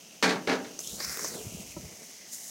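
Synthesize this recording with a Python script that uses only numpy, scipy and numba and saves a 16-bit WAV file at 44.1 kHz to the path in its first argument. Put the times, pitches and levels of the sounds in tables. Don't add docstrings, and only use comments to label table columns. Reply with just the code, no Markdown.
import sys
import numpy as np
from scipy import signal
from scipy.fft import rfft, irfft
from scipy.io import wavfile
from numba import njit

SR = 44100
rng = np.random.default_rng(int(sys.argv[2]) if len(sys.argv) > 2 else 0)


def master(y):
    cut = np.clip(np.atleast_2d(y).T, -1, 1)
    pcm = np.round(cut * 32767)
    wavfile.write(sys.argv[1], SR, pcm.astype(np.int16))


N = 110250
TIME_S = np.arange(N) / SR
BINS_HZ = np.arange(N // 2 + 1) * SR / N


def undb(db):
    return 10 ** (np.asarray(db) / 20)


def unit(x):
    return x / np.sqrt(np.mean(x ** 2) + 1e-18)


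def curve(table, column=1):
    rows = np.array(table)
    return np.interp(TIME_S, rows[:, 0], rows[:, column])


def on_log_axis(hz, points):
    rows = np.array(points)
    return np.interp(np.log(np.maximum(hz, 1)), np.log(rows[:, 0]), rows[:, 1])


def colour(x, spectrum):
    return unit(irfft(rfft(x) * undb(on_log_axis(BINS_HZ, spectrum)), N))


def noise():
    return rng.standard_normal(N)


def wander(rate_hz):
    return np.interp(TIME_S * rate_hz, np.arange(N), noise())


def flicker(rate_hz, depth_db):
    return undb(depth_db * wander(rate_hz))


def since(start_s):
    return np.maximum(TIME_S - start_s, 0)


def burst(start_s, rise_s, decay_s):
    age = since(start_s)
    attack = 1 - np.exp(-age / rise_s)
    return attack * np.exp(-np.clip((age - rise_s) / decay_s, 0, 20))


def ping(start_s, hz, rise_s, decay_s, waver_rad=0):
    return burst(start_s, rise_s, decay_s) * np.sin(2 * np.pi * hz * since(start_s) + waver_rad)


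def bubbles(per_s, spread_db, hiss_ratio):
    clicks = (rng.random(N) < per_s / SR) * noise()
    sizes = undb(spread_db * np.minimum(rng.exponential(size=N), 4))
    return unit(unit(clicks * sizes) + hiss_ratio * noise())


@njit
def bandpass(x, hz, width):
    y, band_state, low_state = np.empty(len(x)), 0., 0.
    for i in range(len(x)):
        g = np.tan(np.pi * hz[i] / SR)
        band = (band_state + g * (x[i] - low_state)) / (1 + g * (g + width))
        band_state = 2 * band - band_state
        low_state += 2 * g * band
        y[i] = width * band
    return y


def resonate(x, hz, width):
    hz = hz * np.ones(N)
    return unit(bandpass(bandpass(x, hz, width), hz, width) / np.sqrt(hz))


# f/Hz, level/dB
BURNER_SPECTRUM = [(30, -46), (120, -10), (190, 0.5), (260, -3), (420, -8.5), (650, -4), (3000, -44)]


def burner(level_db=-60.5):
    return undb(level_db) * colour(noise(), BURNER_SPECTRUM) * flicker(rate_hz=45, depth_db=0.5)


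# f/Hz, level/dB
FRYING_SPECTRUM = [(1300, -9.5), (2200, -21), (2550, -9), (2900, -0.5), (3500, -5), (4400, -1.5),
                   (5200, 2.5), (6300, 6.5), (7500, -3), (10000, -8), (15500, -12.5)]
# t/s, level/dB
FRYING_ENVELOPE = [(.1, -53), (.77, -50), (1.8, -50), (2.5, -49.5)]


def frying():
    fry = colour(bubbles(per_s=3000, spread_db=2, hiss_ratio=1.37), FRYING_SPECTRUM)
    return fry * undb(curve(FRYING_ENVELOPE)) * flicker(rate_hz=20, depth_db=0.7)


# t/s, flutter level/dB, roar level/dB
LOW_ENVELOPES = [(.42, -82, -65.5), (.56, -62, -54), (.82, -73, -54.5), (.92, -48, -53), (.99, -62.5, -50),
                 (1.07, -47.5, -55.5), (1.17, -62, -52.5), (1.37, -58.5, -43), (1.48, -46.5, -49.5),
                 (1.63, -51, -51.5), (1.73, -54.5, -61), (1.84, -46.5, -53), (2.01, -73, -55.5),
                 (2.25, -92, -71)]
# f/Hz, level/dB
FLUTTER_SPECTRUM = [(36, -28), (52, 5.5), (110, 2), (180, 3.5), (300, -5), (700, -25.5)]
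# f/Hz, level/dB
ROAR_SPECTRUM = [(90, -28), (170, 9), (300, 0), (440, 6), (520, 0), (630, 1.5), (800, -7), (1400, -13.5),
                 (3000, -46)]
# t/s, level/dB, f/Hz, decay/s
FLAME_PUFFS = [(1.364, -37, 434, 0.016), (1.402, -35, 436, 0.017), (1.464, -30.5, 110, 0.011),
               (1.546, -30, 185, 0.0057), (1.597, -32.5, 197, 0.0055), (1.842, -40, 90, 0.012)]


def rumble_and_flames(puff_rise_s=0.0028):
    flutter = colour(noise(), FLUTTER_SPECTRUM) * undb(curve(LOW_ENVELOPES))
    roar = colour(bubbles(per_s=180, spread_db=-1, hiss_ratio=0.97), ROAR_SPECTRUM)
    roar *= undb(curve(LOW_ENVELOPES, column=2))
    thumps = sum(undb(db) * ping(start, hz, puff_rise_s, decay) for start, db, hz, decay in FLAME_PUFFS)
    return (flutter + roar) * flicker(rate_hz=30, depth_db=2) + thumps


# f/Hz, level/dB, decay/s
BODY_MODES = [(160, -36.5, 0.017), (315, -32.5, 0.01), (577, -40, 0.016), (955, -41, 0.0078),
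              (1310, -47, 0.0095)]


def knock(start_s=1.764, rise_s=0.0033):
    return sum(undb(db) * ping(start_s, hz, rise_s, decay, waver_rad=wander(rate_hz=120))
               for hz, db, decay in BODY_MODES)


# f/Hz, level/dB
SIZZLE_SPECTRUM = [(2600, -36), (3700, -7.5), (4500, -7), (5400, 2), (6700, 6.5), (8000, 2.5), (10000, -1),
                   (15500, -6.5)]
# t/s, level/dB
SIZZLE_ENVELOPE = [(.785, -64), (.793, -42.5), (.96, -42), (1.02, -44.5), (1.28, -41), (1.39, -45),
                   (1.62, -49.5), (1.9, -55.5), (2.07, -51.5), (2.26, -65), (2.33, -39.5), (2.42, -45.5),
                   (2.5, -42)]
# t/s, centre f/Hz, level/dB
HISS_GLIDE = [(.8, 2800, -58.5), (.88, 3500, -47.5), (.97, 4010, -51), (1.04, 5330, -37.5),
              (1.14, 5360, -43.5), (1.27, 6200, -39), (1.33, 4630, -48.5), (1.43, 2530, -54),
              (1.58, 2850, -53.5), (1.8, 2240, -58), (2.3, 2000, -61)]
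# f/Hz, level/dB
SPUTTER_SPECTRUM = [(150, -20), (450, -3), (850, -5.5), (1400, 4), (2100, 5.5), (2550, -0.5), (3000, -18),
                    (6000, -5)]
# t/s, level/dB
SPUTTER_ENVELOPE = [(.96, -64), (1.003, -42.5), (1.1, -40.5), (1.25, -45), (1.34, -48), (1.45, -74)]


def dripping_fat():
    sizzle = colour(bubbles(per_s=5100, spread_db=1, hiss_ratio=1), SIZZLE_SPECTRUM)
    sizzle *= undb(curve(SIZZLE_ENVELOPE))
    hiss = resonate(bubbles(per_s=4000, spread_db=-1.5, hiss_ratio=0.47), curve(HISS_GLIDE), width=0.38)
    hiss *= undb(curve(HISS_GLIDE, column=2))
    sputter = colour(bubbles(per_s=2000, spread_db=2, hiss_ratio=0.91), SPUTTER_SPECTRUM)
    sputter *= undb(curve(SPUTTER_ENVELOPE))
    return (sizzle + hiss + sputter) * flicker(rate_hz=81, depth_db=1.5)


# t/s, level/dB
SPIT_CLICKS = [(0.873, -40), (1.1721, -23)]


def spit_clicks():
    crack = unit(np.diff(noise(), prepend=0) + noise())
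    return sum(undb(db) * burst(start, rise_s=0.00045, decay_s=0.001) * crack
               for start, db in SPIT_CLICKS)


# t/s, fizz level/dB, fizz f/Hz, pop level/dB, decay/s
FAT_SPITS = [(0.7901, -24, 6300, -35, 0.0018), (.803, -33, 6500, -56, 0.003),
             (0.8728, -27.5, 6500, -60, 0.0026), (1.001, -36, 4900, -35, 0.012),
             (1.045, -36, 5400, -41, .007), (1.094, -33, 5700, -40, 0.0066),
             (1.171, -34, 6700, -35, 0.0034), (1.192, -35, 6700, -34, 0.0071),
             (1.231, -36, 7000, -42, .004), (1.244, -28.5, 5900, -31.5, .009),
             (1.26, -33, 5700, -48, 0.0065)]
# f/Hz, level/dB
POP_SPECTRUM = [(80, -24), (250, 0), (480, 11.5), (750, -0.5), (1050, 6), (2100, 1.5), (3000, -15),
                (8000, -14.5)]


def spits(rise_s=0.0009):
    pop = colour(noise(), POP_SPECTRUM)
    out = np.zeros(N)
    for start, fizz_db, hz, pop_db, decay in FAT_SPITS:
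        fizz = resonate(noise(), hz, width=0.39)
        out += burst(start, rise_s, decay) * (undb(fizz_db) * fizz + undb(pop_db) * pop)
    return out


LANDINGS_S = (0.226, 0.474)


def lid_thuds(level_db=-18.5):
    return sum(undb(level_db) * ping(start, hz=412, rise_s=0.00033, decay_s=0.0033)
               for start in LANDINGS_S)


# f/Hz, clank level/dB, bounce level/dB
LID_MODES = [(183.6, -28, -35), (257.2, -27.5, -29.5), (289.5, -30.5, -29.5), (389.6, -32, -35),
             (444, -25.5, -29), (460.3, -39, -32), (619, -41, -31), (792, -30.5, -32), (952, -33.5, -36.5),
             (1137, -28.5, -41), (1462, -30.5, -38), (1593, -27.5, -37.5), (1749, -29, -36),
             (2214, -33, -43), (2330, -31, -42.5), (2430, -30, -44)]


def lid_tones(rise_s=0.015, lowest_t60_s=0.6):
    lowest_hz = LID_MODES[0][0]
    out = np.zeros(N)
    for hz, *levels_db in LID_MODES:
        t60_s = lowest_t60_s * (lowest_hz / hz) ** 0.3
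        waver_rad = 0.6 * wander(rate_hz=30)
        for start, db in zip(LANDINGS_S, levels_db):
            out += undb(db) * ping(start, hz, rise_s, t60_s / np.log(1000), waver_rad)
    return out


# t/s, level/dB, treble corner f/Hz
LID_CONTACTS = [(0.226, -21.5, 9300), (0.231, -23, 9000), (0.242, -24, 6950), (0.278, -25.5, 2500),
                (.293, -26, 6000), (0.308, -29, 4000), (.358, -29, 700), (0.4735, -26, 3400),
                (0.491, -30, 2780), (0.496, -22.5, 2000), (0.516, -27, 2500), (0.527, -29, 3000),
                (.555, -36, 1500), (0.646, -42, 3500)]
# f/Hz, level/dB
PANEL_SPECTRUM = [(40, -40), (100, -23.5), (200, -5.5), (420, -2), (700, -5.5), (1100, -7), (1700, -3),
                  (2400, -7.5), (3100, -10), (4300, -6), (6000, -10.5), (8500, -20.5), (15000, -31.5)]
# f/Hz, t60/s
PANEL_T60 = [(100, 0.65), (400, 0.42), (1500, 0.28), (5000, 0.18), (11000, 0.26)]


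def lid_rattle(bands=12, mode_spacing_hz=16, ripple_db=2, crack_db=-6, crack_s=0.0012):
    ripple = np.interp(BINS_HZ / mode_spacing_hz, np.arange(N), noise()) * np.minimum(BINS_HZ / 800, 1)
    panel = rfft(colour(noise(), PANEL_SPECTRUM)) * unit(undb(ripple_db * ripple))
    starts_s, levels_db, corners_hz = np.array(LID_CONTACTS).T
    ages = np.array([since(start) for start in starts_s])
    crack = undb(crack_db) * np.exp(-np.minimum(ages / crack_s, 20))
    strike = (ages > 0) * (1 + crack) ** 2
    centres_hz = np.geomspace(60, 15000, bands)
    out = np.zeros(N)
    for hz, band_weights in zip(centres_hz, np.eye(bands)):
        ring = irfft(panel * on_log_axis(BINS_HZ, np.c_[centres_hz, band_weights]), N)
        energy = undb(levels_db) ** 2 / (1 + (hz / corners_hz) ** 2)
        fade = np.exp(-2 * np.log(1000) * ages / on_log_axis(hz, PANEL_T60))
        out += ring * np.sqrt(energy @ (strike * fade))
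    return out


def scene():
    grill = burner() + frying() + rumble_and_flames() + knock()
    fat = dripping_fat() + spit_clicks() + spits()
    lid = lid_thuds() + lid_tones() + lid_rattle()
    mono = grill + fat + lid
    return np.array([mono, mono])


def record(dry):
    bottom_hz, top_hz = 42, 15900
    highpass = signal.butter(4, bottom_hz, "high", fs=SR, output="sos")
    lowpass = signal.ellip(10, 0.2, 80, top_hz, fs=SR, output="sos")
    return signal.sosfilt(lowpass, signal.sosfilt(highpass, dry))


dry = scene()
out = record(dry)
master(out)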